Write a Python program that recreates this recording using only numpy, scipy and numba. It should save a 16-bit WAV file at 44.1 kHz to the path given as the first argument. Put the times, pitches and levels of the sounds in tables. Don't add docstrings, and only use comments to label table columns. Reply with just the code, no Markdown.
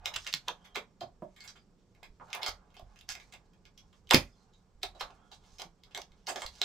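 import sys
import numpy as np
from scipy import signal
from scipy.fft import rfft, irfft
from scipy.io import wavfile
from scipy.ndimage import uniform_filter1d
from numba import njit

SR = 44100
rng = np.random.default_rng(int(sys.argv[2]) if len(sys.argv) > 2 else 0)


def master_out(mix):
    frames = np.transpose(np.atleast_2d(mix))
    ceiling = np.clip(frames, -1, 1)
    pcm = np.round(ceiling * 32767).astype(np.int16)
    wavfile.write(sys.argv[1], SR, pcm)


def natural_amplitude(level_db):
    exponent = np.asarray(level_db, float) / 20
    return 10 ** exponent


N = 292824

PAN_DB = -3.5
CREASE_HZ = [2230, 3300, 4890, 6070, 7310]


def unit(x):
    return x / np.sqrt(np.mean(x ** 2))


def peak(x):
    return x / np.abs(x).max()


def curve(f, hz, values):
    return np.interp(np.log(f), np.log(hz), values)


def panned():
    return natural_amplitude([[PAN_DB / 2], [-PAN_DB / 2]])


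@njit
def svf(x, hz, sharp):
    y, b, l, k = np.empty(len(x)), 0., 0., 1 / sharp
    for i in range(len(x)):
        g = np.tan(np.pi * hz[i] / SR)
        v = (b + g * (x[i] - l)) / (1 + g * (g + k))
        b, l, y[i] = 2 * v - b, l + 2 * g * v, k * v
    return y


def band(x, hz, sharp):
    return svf(x + 1e-18, hz + np.zeros(len(x)), sharp)


def steep(x, hz, sharp):
    return band(band(x, hz, sharp), hz, sharp)


def walk(rate):
    k = int(SR / rate)
    levels = np.repeat(rng.standard_normal(N // k + 1), k)
    return 1.3 * uniform_filter1d(uniform_filter1d(levels, k), k)[:N]


def ticks(size, rate, scatter_db):
    happens = rng.random(size) < rate / SR
    return happens * rng.standard_normal(size) * natural_amplitude(scatter_db * rng.exponential(size=size))


def add(out, start_s, level_db, sound):
    i = int(start_s * SR)
    out[..., i:i + sound.shape[-1]] += sound[..., :N - i] * natural_amplitude(level_db)


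def whine():
    comb_hz, chirp_hz, frame_hz = 200, 8000, 24
    t = np.arange(N) / SR
    comb = np.zeros(N)
    for k, (spread, phase) in enumerate(rng.standard_normal((18, 2)), 21):
        comb += natural_amplitude(-103 + 3.0 * spread) * np.sin(2 * np.pi * (k * comb_hz * t + phase))
    gate = uniform_filter1d(1. * ((frame_hz * t + .2) % 1 < .45), size=100)
    return comb + natural_amplitude(-90.5) * gate * np.sin(2 * np.pi * chirp_hz * t)


def hum():
    # pitch_hz, sharpness, level_db (rms)
    fan_lines = [(108, 2.9, -75.5), (181, 9.2, -74), (1120, 40., -98.5), (5560, 200., -93.5)]
    lines = np.zeros(N)
    for hz, sharp, level_db in fan_lines:
        line = unit(band(rng.standard_normal(N), hz, sharp))
        lines += natural_amplitude(level_db + 0.83 * walk(3.2)) * line
    return lines * panned()


def air():
    # frequency_hz, density_db (per Hz)
    spectrum = [(15, -29), (25, 8), (131, -6), (176, -3.5), (304, -13.5), (444, -9), (667, -23.5),
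                (764, -25), (1430, -32), (2590, -32.5), (5540, -30), (7670, -33), (8790, -42.5),
                (15100, -47.5), (16400, -56.5)]
    f = np.maximum(np.fft.rfftfreq(N, 1 / SR), 1)
    colour = natural_amplitude(curve(f, *np.transpose(spectrum)))
    mid, side = irfft(rfft(rng.standard_normal((2, N))) * colour, N)
    out = 0
    for centre in 18 * 2 ** np.arange(0, 10.1, 1 / 2):
        wander_db = 3.5 * walk(5) * min(200. / centre, 1) + .6 * walk(12)
        wide = np.clip(centre / 2000., .3, 1)
        sides = np.array([band(mid + wide * side, centre, 2.5), band(mid - wide * side, centre, 2.5)])
        pan_db = PAN_DB * np.clip(np.log2(8000 / centre) / 2, 0, 1)
        out = out + natural_amplitude(wander_db) * sides * natural_amplitude([[pan_db / 2], [-pan_db / 2]]) / np.hypot(1, wide)
    return unit(out) * natural_amplitude(-65)


def room(sound):
    # frequency_hz, t60_s, level_db
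    decay = [(60, 0.27, 9), (250, 0.18, 5.5), (960, .18, 7.5), (2510, 0.12, -3), (4950, 0.15, -2),
             (11240, .15, -4)]
    hz, t60_s, level_db = np.transpose(decay)
    t = np.arange(16384) / SR
    echoes = 0
    for f in 45 * 2 ** np.arange(0, 8.6, .5):
        mid, side = (band(rng.standard_normal(len(t)), f, 2.3) / np.sqrt(f) for _ in range(2))
        fade = natural_amplitude(curve(f, hz, level_db) - 60 * t / curve(f, hz, t60_s))
        width = .9 * min(f / 1500., 1)
        echoes = echoes + np.sqrt(f) * fade * (mid + np.array([[1], [-1]]) * side * width)
    build = 1 - np.exp(-t / 0.0049)
    echoes = unit(echoes * build) / np.sqrt(len(t))
    return signal.fftconvolve(sound[None], echoes, axes=1)[:, :N]


def thumps():
    # start_s, peak_db, pitch_hz, t60_s
    blows = [(0.0, -49, 40.4, 0.22), (0.168, -36.5, 39.6, 0.05), (0.341, -37.5, 165, 0.062),
             (0.758, -53, 43.1, 0.15), (1.028, -41.5, 122.8, 0.12), (1.221, -33.5, 192, 0.12),
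             (2.1, -44.5, 29.6, 0.15), (2.199, -49.5, 130.8, 0.11), (2.487, -37, 37.7, 0.13),
             (2.827, -37, 48.4, 0.12), (3.099, -48, 29.6, 0.37), (4.145, -18, 106.2, 0.05),
             (4.169, -27, 42, 0.12), (4.75, -46, 30, 0.12), (4.85, -47, 40, 0.39),
             (5.028, -46, 29.07, 0.25), (5.33, -59, 29.7, 0.09), (5.529, -51, 35.0, 0.13),
             (5.649, -45.5, 176.7, 0.15), (5.953, -50, 52.7, 0.2), (6.107, -49, 40.7, 0.13),
             (6.45, -37.5, 29.9, 0.15)]
    out, t = np.zeros(N), np.arange(16384) / SR
    for start_s, peak_db, hz, t60_s in blows:
        swing = np.sin(2 * np.pi * hz * t) + .4 * np.sin(2 * np.pi * 1.9 * hz * t)
        onset = 1 - np.exp(-t / 0.0018)
        add(out, start_s, peak_db - 3.5, swing * onset * natural_amplitude(-60 * t / t60_s))
    return out


def slap():
    # start_s, peak_db, push_s
    drop_event = (4.1442, -7, .0016)
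    start_s, peak_db, push_s = drop_event
    out = np.zeros(N)
    add(out, start_s, peak_db, -np.hanning(int(push_s * SR)))
    return out


def board(push, hz, sharp):
    sound = band(push, hz, sharp)
    sound = sound + 0.54 * band(push, .52 * hz, sharp) + 0.29 * band(push, 1.46 * hz, sharp)
    return steep(sound, 0.83 * hz, .7)


def smooth(sound, colour):
    return colour * np.sqrt(np.sum(sound ** 2) / np.sum(colour ** 2)) / np.abs(sound).max()


def knocks():
    # start_s, peak_db, pitch_hz, rattle_s, room_db, sharpness
    hits = [(0.058, -33, 1170, 0.0065, 4, 1.7), (0.16, -32, 1310, 0.012, -9, 1.3),
            (0.264, -39, 1460, 0.011, -4, 2.6), (0.338, -34.5, 1210, 0.0021, -24, 1.4),
            (0.479, -30, 1000, 0.014, -16, 8), (0.491, -24, 1030, 0.0036, -9, 1.3),
            (0.504, -37.5, 430, 0.006, -14, 4.0), (0.755, -31.5, 1190, 0.0084, 3, 1.3),
            (0.771, -35, 436, 0.0067, -4, 5.6), (1.013, -34.5, 692, 0.0093, 1.5, 7.5),
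            (1.222, -34.5, 633, 0.006, 0, 11.3), (1.556, -53.5, 1320, 0.006, 4, 3.4),
            (2.029, -44, 824, 0.002, -1.5, 2.4), (2.199, -45.5, 1220, 0.0023, 8.5, 5.7),
            (2.21, -46, 935, 0.0075, 4.5, 6.8), (2.348, -31, 980, 0.0063, -0.5, 1.4),
            (2.427, -40, 890, 0.018, 4, 2.4), (2.465, -27.5, 1110, 0.0026, 4, 1.4),
            (2.484, -31.5, 756, 0.0032, -9, 2.9), (2.766, -48.5, 762, 0.0054, -4, 5.8),
            (2.796, -43, 708, 0.0046, -2.5, 8.2), (3.088, -43, 1570, 0.016, 4.5, 3.8),
            (3.149, -56.5, 735, 0.006, 1, 4.7), (3.335, -52, 768, 0.0037, 4.5, 2.3),
            (3.931, -60.5, 1124, 0.006, 1.5, 5.6), (4.11, -19.5, 1010, 0.013, 5, 1.54),
            (4.14, -14.5, 393, 0.011, -11.5, 1.8), (4.151, -19, 335, 0.0048, -8.5, 1.3),
            (4.835, -33, 754, 0.0085, -4, 6.3), (4.95, -52, 682, 0.006, 5, 3.2),
            (5.009, -27.5, 1090, 0.011, -5, 2), (5.029, -42, 1140, 0.0095, 6.5, 1.33),
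            (5.102, -48, 774, 0.0084, -7.5, 6), (5.313, -55.5, 811, 0.014, 5, 5.9),
            (5.595, -43.5, 765, 0.006, 3.5, 3), (5.616, -40.5, 854, 0.005, 3.5, 2.6),
            (5.946, -46.5, 766, 0.013, 3.5, 3), (5.973, -36.5, 770, 0.018, -4, 2.2),
            (6.275, -42, 926, 0.013, 12, 2.3), (6.298, -40.5, 700, 0.018, 6.5, 3.3),
            (6.357, -36.5, 673, 0.0066, 5.5, 3.3), (6.42, -31, 1030, 0.003, 3.5, 2),
            (6.615, -33.5, 742, 0.0043, -2, 9.4)]
    near, far, t = np.zeros(N), np.zeros(N), np.arange(4096) / SR
    for start_s, peak_db, hz, rattle_s, room_db, sharp in hits:
        push = rng.standard_normal(len(t)) * (1 - np.exp(-t / 0.0028)) * np.exp(-t / rattle_s)
        push[0] += 6.5
        sound = board(push, hz, sharp)
        single = board(1. * (t == 0), hz, sharp)
        add(near, start_s, peak_db, peak(sound))
        add(far, start_s, peak_db + room_db, smooth(sound, single))
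    return near, far


def squeaks():
    # start_s, length_s, pitch_hz, level_db
    drags = [(0.569, 0.19, 3200, -66), (1.36, .12, 2180, -55.5), (1.556, 0.073, 4840, -66),
             (2.244, 0.13, 1360, -57), (2.527, 0.14, 1390, -70), (4.309, 0.043, 5050, -65.5),
             (4.33, .03, 3420, -70), (4.351, 0.097, 4220, -71), (4.522, 0.0455, 3840, -64.5),
             (5.059, 0.265, 1340, -65), (5.101, 0.69, 3300, -74), (5.757, 0.21, 3300, -80)]
    out = np.zeros(N)
    for start_s, length_s, hz, level_db in drags:
        rub = unit(steep(rng.standard_normal(SR // 2), hz, 11.0))[:int(length_s * SR)]
        add(out, start_s, level_db - 10.5, rub * signal.windows.tukey(len(rub), .5))
    return out


def rustle():
    # start_s, film_db, scrape_db
    slides = [(0.0, -79, -68.5), (0.13, -64, -56.5), (0.24, -60, -82), (0.35, -76, -86), (0.46, -73, -71.5),
              (1.07, -79, -85), (1.29, -83, -83), (1.44, -75, -70), (1.59, -85, -82), (1.85, -82, -84.5),
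              (2.07, -82, -87), (2.24, -76, -78), (2.39, -80, -49.5), (2.55, -83, -75.5),
              (2.81, -78.5, -76), (3.01, -82, -80), (3.16, -75, -72), (3.24, -64.5, -72),
              (3.37, -82, -78.5), (3.6, -84, -80.5), (4.03, -81.5, -82), (4.25, -72, -81),
              (4.59, -83.5, -82.5), (4.86, -119, -85.5), (4.99, -70, -64.5), (5.16, -83, -72),
              (5.55, -67.5, -77.5), (5.66, -89, -87.5), (5.88, -81.5, -74), (5.99, -82, -81),
              (6.32, -70.5, -74.5), (6.44, -63, -53), (6.47, -60, -78), (6.64, -51.5, -64.5)]
    start_s, *columns = np.transpose(slides)
    film_db, scrape_db = (np.interp(np.arange(N) / SR, start_s, c) for c in columns)
    creases = ticks(N, 4000, scatter_db=2.0) * natural_amplitude(5.2 * walk(36))
    crinkle = sum(natural_amplitude(8.9 * walk(6.5)) * band(creases, f, 2.3) for f in CREASE_HZ)
    crinkle = crinkle + 0.98 * steep(creases, 5700, .8) + .12 * band(creases, 11000, .9)
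    grit = ticks(N, 4000, scatter_db=1.5) * natural_amplitude(2.5 * walk(30))
    scrape = steep(grit, 900, 1.)
    return natural_amplitude(film_db) * unit(crinkle) + natural_amplitude(scrape_db) * unit(scrape)


def film(push, other, hz, top_db, share_db):
    both = push + other
    body = band(both, hz, 5.) + .3 * steep(both, 3600, .8)
    body = body + sum(natural_amplitude(d) * band(both, f, 8.) for f, d in zip(CREASE_HZ, share_db))
    fizz = steep(push + 3.0 * other, 11000, 0.67)
    return body + natural_amplitude(top_db + 6.5) * fizz


def snaps():
    # start_s, peak_db, film_ring_hz, top_db, room_db, patter_s
    flips = [(0.0475, -46.5, 5120, -21, -4.5, 0.0046), (0.0582, -12.5, 2700, -25.5, 3, 0.0017),
             (0.1399, -28, 2800, -23, 3.5, 0.0039), (0.162, -19, 3072, -25.5, -5, 0.0037),
             (0.2473, -38, 1900, -20.5, 3.5, 0.0017), (0.2671, -21, 2740, -30.5, 5, 0.0012),
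             (0.2745, -21.5, 2090, -26.5, 0, 0.0014), (0.328, -23.5, 4078, -21, -1, 0.0025),
             (0.3392, -9, 3733, -24.5, -6, 0.0013), (0.346, -20.5, 4100, -18.5, -1.5, 0.0029),
             (0.4828, -16, 3366, -21.5, -2.5, 0.0021), (0.5022, -49, 1890, -26, -16, 0.0023),
             (0.6457, -51, 2060, -20.5, 17, 0.0022), (0.7469, -45.5, 3640, -27.5, 20, 0.0022),
             (0.7581, -19.5, 2330, -21, 1.5, 0.0019), (0.7642, -27.5, 3350, -18, 3.5, 0.0055),
             (1.0088, -37, 4250, -23, 6.5, 0.0026), (1.2211, -56.5, 1890, -9, 11, 0.0038),
             (1.3639, -45.5, 2180, -20.5, 9, 0.0035), (1.4062, -37.5, 4640, -31, 5.5, 0.002),
             (1.4402, -39, 2250, -14.5, 11.5, 0.0033), (1.4775, -36, 5050, -38, 7, 0.0025),
             (1.5038, -44, 4840, -13, -4, 0.0025), (1.559, -52, 2090, -21, 11.5, 0.0025),
             (1.9487, -54.5, 2520, -18, 4, 0.0032), (2.0313, -34.5, 2186, -24.5, 5, 0.0018),
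             (2.2837, -55, 1940, -19, 11, 0.0036), (2.3032, -43, 2500, -26, 5, 0.0025),
             (2.3306, -18.5, 2420, -40, 3, 0.0013), (2.3506, -19.5, 2800, -8, 0.5, 0.0011),
             (2.4169, -41.5, 2860, -24, 18.5, 0.0033), (2.4312, -17.5, 4300, -22, 2, 0.0018),
             (2.4629, -19.5, 4684, -24, 5.5, 0.0031), (2.482, -23.5, 4830, -17.5, 2.5, 0.0041),
             (2.4924, -28, 4970, -11, -9, 0.0025), (2.7044, -55.5, 3080, -20.5, 6, 0.0012),
             (2.743, -47.5, 2780, -17.5, 9, 0.0022), (2.7674, -42.5, 2960, -37, 5.5, 0.0043),
             (2.7955, -41.5, 3020, -17, 0.5, 0.0019), (2.937, -62.5, 3220, -19, 3, 0.0018),
             (2.9598, -48.5, 2480, -21, 8, 0.0028), (2.9899, -43.5, 5300, -27, 3, 0.0019),
             (3.0111, -39, 2760, -18, -1.5, 0.0025), (3.0908, -19, 5144, -20.5, 5, 0.0011),
             (3.1028, -25.5, 7240, -36, 4, 0.0031), (3.1214, -27.5, 5030, -14, 2, 0.0015),
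             (3.1522, -30.5, 2210, -23, 0.5, 0.0019), (3.2, -41.5, 2100, -29, 4.5, 0.0041),
             (3.3246, -40.5, 2360, -30, 4, 0.0049), (3.3374, -34.5, 2600, -20, 1, 0.0031),
             (3.5344, -55, 1940, -24, 4.5, 0.0024), (3.6533, -45.5, 2710, -29, 4.5, 0.002),
             (3.7773, -43, 5470, -19, 5.5, 0.0033), (3.929, -52, 3140, -23, 4, 0.0032),
             (4.0721, -47, 2960, -28, 4.5, 0.0015), (4.0925, -36, 2620, -12.5, -1.5, 0.0021),
             (4.1097, -5, 3650, -26, -1, 0.0015), (4.1124, -10.5, 3530, -16, 0.5, 0.0011),
             (4.1361, -8.5, 2525, -15.5, 5, 0.0031), (4.1453, -0.5, 4780, -15, -1.5, 0.0023),
             (4.5361, -57, 3830, -31, 4.5, 0.0025), (4.818, -52, 3340, -24, 2.5, 0.0025),
             (4.8319, -18.5, 3976, -21.5, -1, 0.0041), (4.9498, -55.5, 3860, -23, 12.5, 0.0025),
             (4.9974, -40.5, 5150, -18, 17.5, 0.002), (5.01, -25, 3815, -24, 1, 0.004),
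             (5.1048, -49.5, 3110, -36, 0, 0.0041), (5.3163, -43.5, 4440, -23, 12, 0.0022),
             (5.439, -53, 3270, -23, 8, 0.0025), (5.5842, -39, 5270, -25, 12, 0.0025),
             (5.5982, -34, 3790, -18, 6.5, 0.0025), (5.6192, -25.5, 5240, -24, -3, 0.0024),
             (5.8362, -40.5, 3820, -21, 3, 0.0025), (5.9095, -49.5, 2910, -25, 11, 0.0025),
             (5.9484, -24.5, 3800, -25, 6, 0.0012), (5.976, -23.5, 5120, -19, -0.5, 0.0017),
             (6.0182, -30.5, 4910, -23.5, -4, 0.002), (6.1192, -53, 3400, -23, 1.5, 0.0028),
             (6.2698, -29, 4860, -21, 9.5, 0.002), (6.2828, -30.5, 7580, -26, 18.5, 0.0018),
             (6.3006, -33.5, 7570, -35, 8, 0.0037), (6.3599, -26, 1880, -26.5, 3, 0.0031),
             (6.4199, -24.5, 1930, -33, 3.5, 0.0025), (6.4635, -26.5, 4540, -19, 0, 0.0022),
             (6.553, -42, 4450, -22.5, -6, 0.0021), (6.6167, -10, 3900, -24.5, 1, 0.0012)]
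    lead = 512
    near, far, t = np.zeros((2, N)), np.zeros(N), (np.arange(3072) - lead) / SR
    for start_s, peak_db, hz, top_db, room_db, patter_s in flips:
        creep = 0.42 * np.exp(t / (0.35 * patter_s)) + .06 * np.exp(t / .004)
        shape = np.where(t < 0, creep, np.exp(-t / patter_s))
        both, left, right = (shape * unit(ticks(len(t), 12000, scatter_db=3.5)) for _ in range(3))
        both[lead] += 3.5 * .002 / patter_s
        share_db = -9 + 4.0 * rng.standard_normal(len(CREASE_HZ))
        sound = peak(np.array([film(both, 0.49 * own, hz, top_db, share_db) for own in (left, right)]))
        add(near, start_s - lead / SR, peak_db, sound)
        add(far, start_s - lead / SR, peak_db + room_db, sound[1])
    return near, far


def microphone(x):
    # frequency_hz, gain_db
    response = [(20, -1), (1500, -1.5), (4000, 3), (6500, -1), (8500, -9), (12000, -11.5), (15500, -8),
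                (16300, -39.5)]
    f = np.maximum(np.fft.rfftfreq(N, 1 / SR), 1)
    shade_db = 4.0 * np.clip(np.log2(f / 5000), 0, 1)
    colour_db = curve(f, *np.transpose(response)) + np.array([-shade_db, shade_db]) / 2
    return irfft(rfft(x) * natural_amplitude(colour_db), N)


def scene():
    snap, snap_far = snaps()
    knock, knock_far = knocks()
    thump = thumps() + slap()
    bags = natural_amplitude(-2.5) * (rustle() + squeaks())
    sent = natural_amplitude(-2.5) * snap_far + natural_amplitude(-5.5) * knock_far + natural_amplitude(-11.5) * thump + bags
    heard = snap + knock + thump + bags + room(sent)
    return microphone(heard) * panned() + air() + hum() + whine()


def top_cut(x):
    return signal.sosfilt(signal.butter(12, 16970, fs=SR, output="sos"), x)


def record(dry):
    mix = np.clip(dry, -1, 1)
    return top_cut(mix)


dry = scene()
out = record(dry)
master_out(out)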